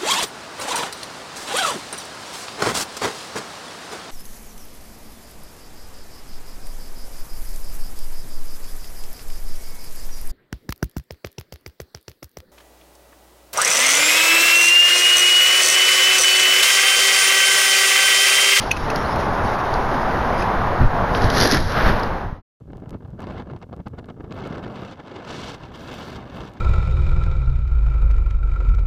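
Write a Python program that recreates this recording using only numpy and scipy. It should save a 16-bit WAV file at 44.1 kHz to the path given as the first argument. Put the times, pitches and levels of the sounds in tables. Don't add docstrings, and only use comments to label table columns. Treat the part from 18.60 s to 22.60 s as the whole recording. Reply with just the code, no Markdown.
import sys
import numpy as np
from scipy import signal
from scipy.fft import rfft, irfft, next_fast_len
from scipy.io import wavfile
from scipy.ndimage import uniform_filter1d, map_coordinates

SR = 44100
rng = np.random.default_rng(int(sys.argv[2]) if len(sys.argv) > 2 else 0)


def master_out(mix):
    frames = np.transpose(np.atleast_2d(mix))
    ceiling = np.clip(frames, -1, 1)
    pcm = np.round(ceiling * 32767).astype(np.int16)
    wavfile.write(sys.argv[1], SR, pcm)


N = 176400


def amp(db):
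    return 10 ** (np.asarray(db) / 20)


def unit(x):
    return x / np.sqrt(np.mean(x ** 2) + 1e-20)


def clock():
    return np.arange(N) / SR


def curve(rows):
    return np.interp(clock(), *np.transpose(rows))


def bell(s, width_s):
    return np.exp(-.5 * ((clock() - s) / width_s) ** 2)


def wobble(rate):
    return map_coordinates(rng.standard_normal(4096), [clock() * rate + 2], mode="wrap")


def eq(x, points):
    size = next_fast_len(len(x) + 8192)
    hz, db = np.transpose(points)
    gain = amp(np.interp(np.log(np.fft.rfftfreq(size, 1 / SR) + 1), np.log(hz + 1), db))
    return irfft(rfft(x, size) * gain, size)[:len(x)]


def rush(spectrum, patchy_db):
    bins = signal.stft(rng.standard_normal(N), nperseg=512)[2]
    patches = uniform_filter1d(rng.standard_normal(bins.shape), size=5, axis=0)
    patches = uniform_filter1d(patches, size=12, axis=1)
    noise = signal.istft(bins * amp(patchy_db * unit(patches)), nperseg=512)[1][:N]
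    return unit(eq(noise, spectrum))


def crinkle(spectrum, rate, scatter_db, pop_share):
    pops = (rng.random(N) < rate / SR) * np.sign(rng.standard_normal(N))
    pops *= amp(scatter_db * (2 * rng.random(N) - 1))
    hiss = rng.standard_normal(N)
    return unit(eq(np.sqrt(pop_share) * unit(pops) + np.sqrt(1 - pop_share) * hiss, spectrum))


def fuzzy_tone(phase, width_hz):
    return unit(wobble(width_hz) * np.cos(phase) + wobble(width_hz) * np.sin(phase))


def add(track, s, sound):
    part = track[round(s * SR):][:len(sound)]
    part += sound[:len(part)]


# t/s, level/dB
TRAFFIC_ENV = [(0, -27.5), (.19, -30), (.29, -23), (.75, -22), (1.2, -22.5), (1.7, -21.5), (2.0, -21.5),
               (2.16, -23), (2.42, -22), (2.75, -22.5), (2.95, -27.5), (3.05, -31), (3.2, -24), (3.4, -23),
               (3.75, -23)]
# f/Hz, level/dB
TRAFFIC_EQ = [(30, -13), (120, -7.5), (210, -1.5), (320, -4), (450, -2.5), (620, -1), (760, 1), (880, 1),
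              (1030, -0.5), (1200, -3), (1600, -7.5), (2000, -14.5), (2600, -22.5), (3500, -27),
              (5000, -34.5), (6500, -39.5), (10000, -44), (14000, -45)]

def traffic():
    return amp(curve(TRAFFIC_ENV) + 0.56 * wobble(14)) * rush(TRAFFIC_EQ, patchy_db=1.0)


# t/s, level/dB
WIND_ENV = [(0, -29.5), (.6, -25.5), (1.2, -29), (2.0, -24), (2.4, -25), (2.65, -21), (2.9, -26),
            (3.0, -21), (3.15, -24), (3.28, -20), (3.38, -27), (3.6, -19.5), (3.75, -14)]
# f/Hz, level/dB
WIND_EQ = [(8, 1.5), (25, 0), (50, -3), (90, -2.5), (160, -7.5), (300, -17.5), (700, -34), (2000, -71)]

def wind():
    return amp(curve(WIND_ENV) + 1.4 * wobble(21.88)) * rush(WIND_EQ, patchy_db=1.5)


# t/s, peak level/dB, half width/s, direction (+1 push, -1 suction)
EDDIES = [(2.211, -10.5, 0.0039, 1), (2.222, -5.5, 0.0022, 1), (2.229, -21, 0.0045, -1),
          (2.246, -6.5, 0.0027, 1), (2.265, -5, 0.0043, -1), (2.279, -13.5, 0.0049, -1),
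          (2.598, -17, 0.0035, -1), (2.647, -11, .0015, 1), (3.243, -11.5, 0.0032, 1),
          (3.252, -15, .002, -1), (3.266, -12, 0.0019, 1), (3.274, -14, .003, -1), (3.314, -11, 0.002, -1),
          (3.729, 2, 0.00104, 1)]
# f/Hz, level/dB
PUFF_EQ = [(20, 3.5), (90, 7.5), (250, -4), (500, -16), (1500, -57.5)]

def gust():
    pushes = sum(np.sign(way) * amp(db) * bell(s, width) for s, db, width, way in EDDIES)
    puff = unit(eq(rng.standard_normal(N), PUFF_EQ))
    return pushes + amp(-14.5) * bell(2.23, width_s=.025) * puff


# t/s, level/dB
CLOTH_ENV = [(0, -35), (.09, -44), (.22, -44.5), (.39, -41.5), (.54, -41.5), (.7, -49.5), (.92, -43),
             (.97, -47.5), (1.34, -47), (1.72, -50.5), (1.81, -40), (1.88, -55.5), (2.45, -64)]
# f/Hz, level/dB
CLOTH_EQ = [(800, -26), (2000, 3.5), (3000, -1.5), (5200, -2), (6500, -9), (9000, -10.5), (10800, -10.5),
            (14000, -24)]

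def clothes():
    return amp(curve(CLOTH_ENV) + 2.6 * wobble(40)) * rush(CLOTH_EQ, patchy_db=2.0)


# centre t/s, half width/s, f/Hz, glide/(Hz/s), level/dB
CORD_SLIDES = [(.395, 0.026, 5530, 0, -45.5), (.458, 0.012, 4300, 24000, -46),
               (.525, 0.02, 5250, -3000, -45), (1.805, 0.037, 5030, 2996, -45.5)]

def cord_zips(width_hz=450, octave_db=-10):
    out = np.zeros(N)
    for s, width, hz, glide, db in CORD_SLIDES:
        t = clock() - s
        phase = 2 * np.pi * (hz * t + glide * t ** 2 / 2)
        tone = fuzzy_tone(phase, width_hz)
        octave = amp(octave_db) * fuzzy_tone(2 * phase, 2 * width_hz)
        out += amp(db) * bell(s, width) * (tone + octave)
    return out


# t/s, level/dB, tilt/(dB/octave), ring level/dB
METAL_HITS = [(0.11, -14, -7, 0), (0.1136, -7, 0, 1), (0.122, -22.5, -3.5, -3), (.128, -24.5, -1, -6),
              (0.166, -18.5, -2, -5.5), (.171, -19, 0, -8), (0.301, -13, 0, -7), (.558, -23.5, 5, -10),
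              (1.823, -19.5, -1.5, -5)]
# f/Hz, level/dB, T60/s
METAL_MODES = [(2588, 1, 0.022), (2460, -12, .03), (2554, -17, 0.093), (2944, -25, .07), (4240, -28, .1),
               (5740, -23, .06), (6180, -11, .022), (6420, -13.5, .02), (9730, -13.5, 0.0196),
               (10220, -26, .05), (13420, -21, .022)]

def rigging_clicks(attack_s=0.00061, scrape_db=-14.5, scrape_t60=0.033):
    out, t = np.zeros(N), np.arange(SR // 6) / SR
    main_hz = METAL_MODES[0][0]
    for s, db, tilt_db, ring_db in METAL_HITS:
        ring = np.zeros(len(t))
        for hz, level, t60 in METAL_MODES:
            mode_db = level + tilt_db * np.log2(hz / main_hz) + rng.normal(0, 1)
            ring += amp(mode_db - 60 * t / t60) * np.sin(2 * np.pi * hz * t + rng.normal(0, 0.63))
        noise = unit(eq(rng.standard_normal(len(t)), CLOTH_EQ))
        scrape = amp(scrape_db + tilt_db - 60 * t / scrape_t60) * noise
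        attack = 1 - np.exp(-t / attack_s)
        add(out, s, amp(db) * attack * (amp(ring_db) * ring + scrape))
    return out


# t/s, level/dB, tilt/(dB/octave)
SNAP_HITS = [(0.359, -12, -2.5), (1.1395, -18, -0.5), (1.796, -25, 0), (1.822, -25, -4), (2.549, -8, -14.5),
             (2.62, -17.5, -5), (2.642, -16, -4.5), (2.701, -11, -1.5), (2.781, -8.5, 1), (2.801, -4, 0),
             (2.8115, -5.5, -4), (2.8559, -3, -22.5), (2.8735, -8, 2), (2.9127, -3.5, 1.5),
             (2.921, -3, -2.5), (2.935, -10, -1.5), (2.946, -5.5, 0), (2.97, -11, -3.5),
             (3.12, -17.5, -3.5), (3.397, -22, -3), (3.433, -15, -6.5)]
# f/Hz, level/dB
NYLON_EQ = [(1000, -21.5), (2600, -8), (3600, -2), (4700, 3), (5700, -1), (6700, -10.5), (9000, -16.5),
            (10400, -6), (11700, -9), (13200, -27.5), (14200, -24)]

def snaps(attack_s=.0004, t60=0.016, pivot_hz=4500, trim_db=-7):
    out, t = np.zeros(N), np.arange(2048) / SR
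    attack = 1 - np.exp(-t / attack_s)
    for s, db, tilt_db in SNAP_HITS:
        colour = [(hz, level + tilt_db * np.log2(hz / pivot_hz)) for hz, level in NYLON_EQ]
        noise = unit(eq(rng.standard_normal(len(t)), colour))
        add(out, s, amp(db + trim_db - 60 * t / t60) * attack * noise)
    return out


# t/s, level/dB
CRACKLE_ENV = [(2.48, -59), (2.555, -38), (2.6, -44), (2.65, -35.5), (2.69, -43.5), (2.75, -31.5),
               (2.805, -21), (2.85, -24), (2.89, -29.5), (2.925, -24.5), (2.98, -33.5), (3.04, -40.5),
               (3.13, -40.5), (3.2, -57.5)]
# t/s, level/dB
FLAP_ENV = [(2.45, -39.5), (2.64, -28), (2.74, -26.5), (2.805, -15.5), (2.855, -20), (2.89, -25),
            (2.94, -17.5), (3.02, -33), (3.1, -41)]
# f/Hz, level/dB
FLAP_EQ = [(50, -9), (150, -3), (280, 3), (600, -0.5), (1100, -7.5), (1700, 0), (2100, -8.5), (2600, -19),
           (4000, -14.5), (7000, -44.5), (14000, -53.5)]
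# t/s, level/dB
FLUTTER_ENV = [(3.02, -49), (3.1, -30), (3.19, -23), (3.23, -23), (3.28, -20), (3.35, -29.5), (3.5, -36.5),
               (3.65, -43)]
# f/Hz, level/dB
FLUTTER_EQ = [(100, -5.5), (300, 1.5), (650, 3), (1100, -2), (1600, 4), (2100, -5.5), (2600, -10.5),
              (4000, -12), (5500, -18), (7000, -34), (9000, -35.5), (11300, -24), (14000, -34)]
# t/s, half width/s, level/dB
BOOMS = [(2.808, .009, -25), (2.858, 0.012, -21.5), (2.942, .014, -22)]

def canopy(boom_hz=290):
    shake = wobble(90)
    crackle = crinkle(NYLON_EQ, rate=1400, scatter_db=8, pop_share=.55)
    crackle *= amp(curve(CRACKLE_ENV) + 1.26 * shake)
    flap = crinkle(FLAP_EQ, rate=900, scatter_db=3.5, pop_share=0.22)
    flap *= amp(curve(FLAP_ENV) + 1.5 * shake)
    boom = fuzzy_tone(2 * np.pi * boom_hz * clock(), width_hz=130)
    boom *= sum(amp(db) * bell(s, width) for s, width, db in BOOMS)
    flutter = crinkle(FLUTTER_EQ, rate=1200, scatter_db=8.5, pop_share=.3)
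    flutter *= amp(curve(FLUTTER_ENV) + 0.92 * shake)
    return crackle + flap + boom + flutter


def scene():
    dip = amp(-4 * bell(2.295, width_s=0.027))
    bed = (traffic() + wind() + clothes()) * dip
    return (bed + gust() + cord_zips() + canopy() + snaps() + rigging_clicks())[None]


# f/Hz, level/dB
NOTCH_EQ = [(6600, 1), (7300, -10.5), (7700, -31.5), (8000, -50), (8250, -42.5), (8600, -14.5), (9300, -2)]
CEILING, TOP_HZ = .88, 14300
FADE_START_S, FADE_END_S, FADE_POWER = 3.389, 3.819, 1.19

def record(dry):
    rounded = dry[0] / (1 + (dry[0] / CEILING) ** 8) ** (1 / 8)
    fade = np.clip((FADE_END_S - clock()) / (FADE_END_S - FADE_START_S), 0, 1) ** FADE_POWER
    notched = eq(rounded * fade, NOTCH_EQ)
    size = next_fast_len(N + 8192)
    passband = np.fft.rfftfreq(size, 1 / SR) < TOP_HZ
    return irfft(rfft(notched, size) * passband, size)[None, :N]


dry = scene()
out = record(dry)
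master_out(out)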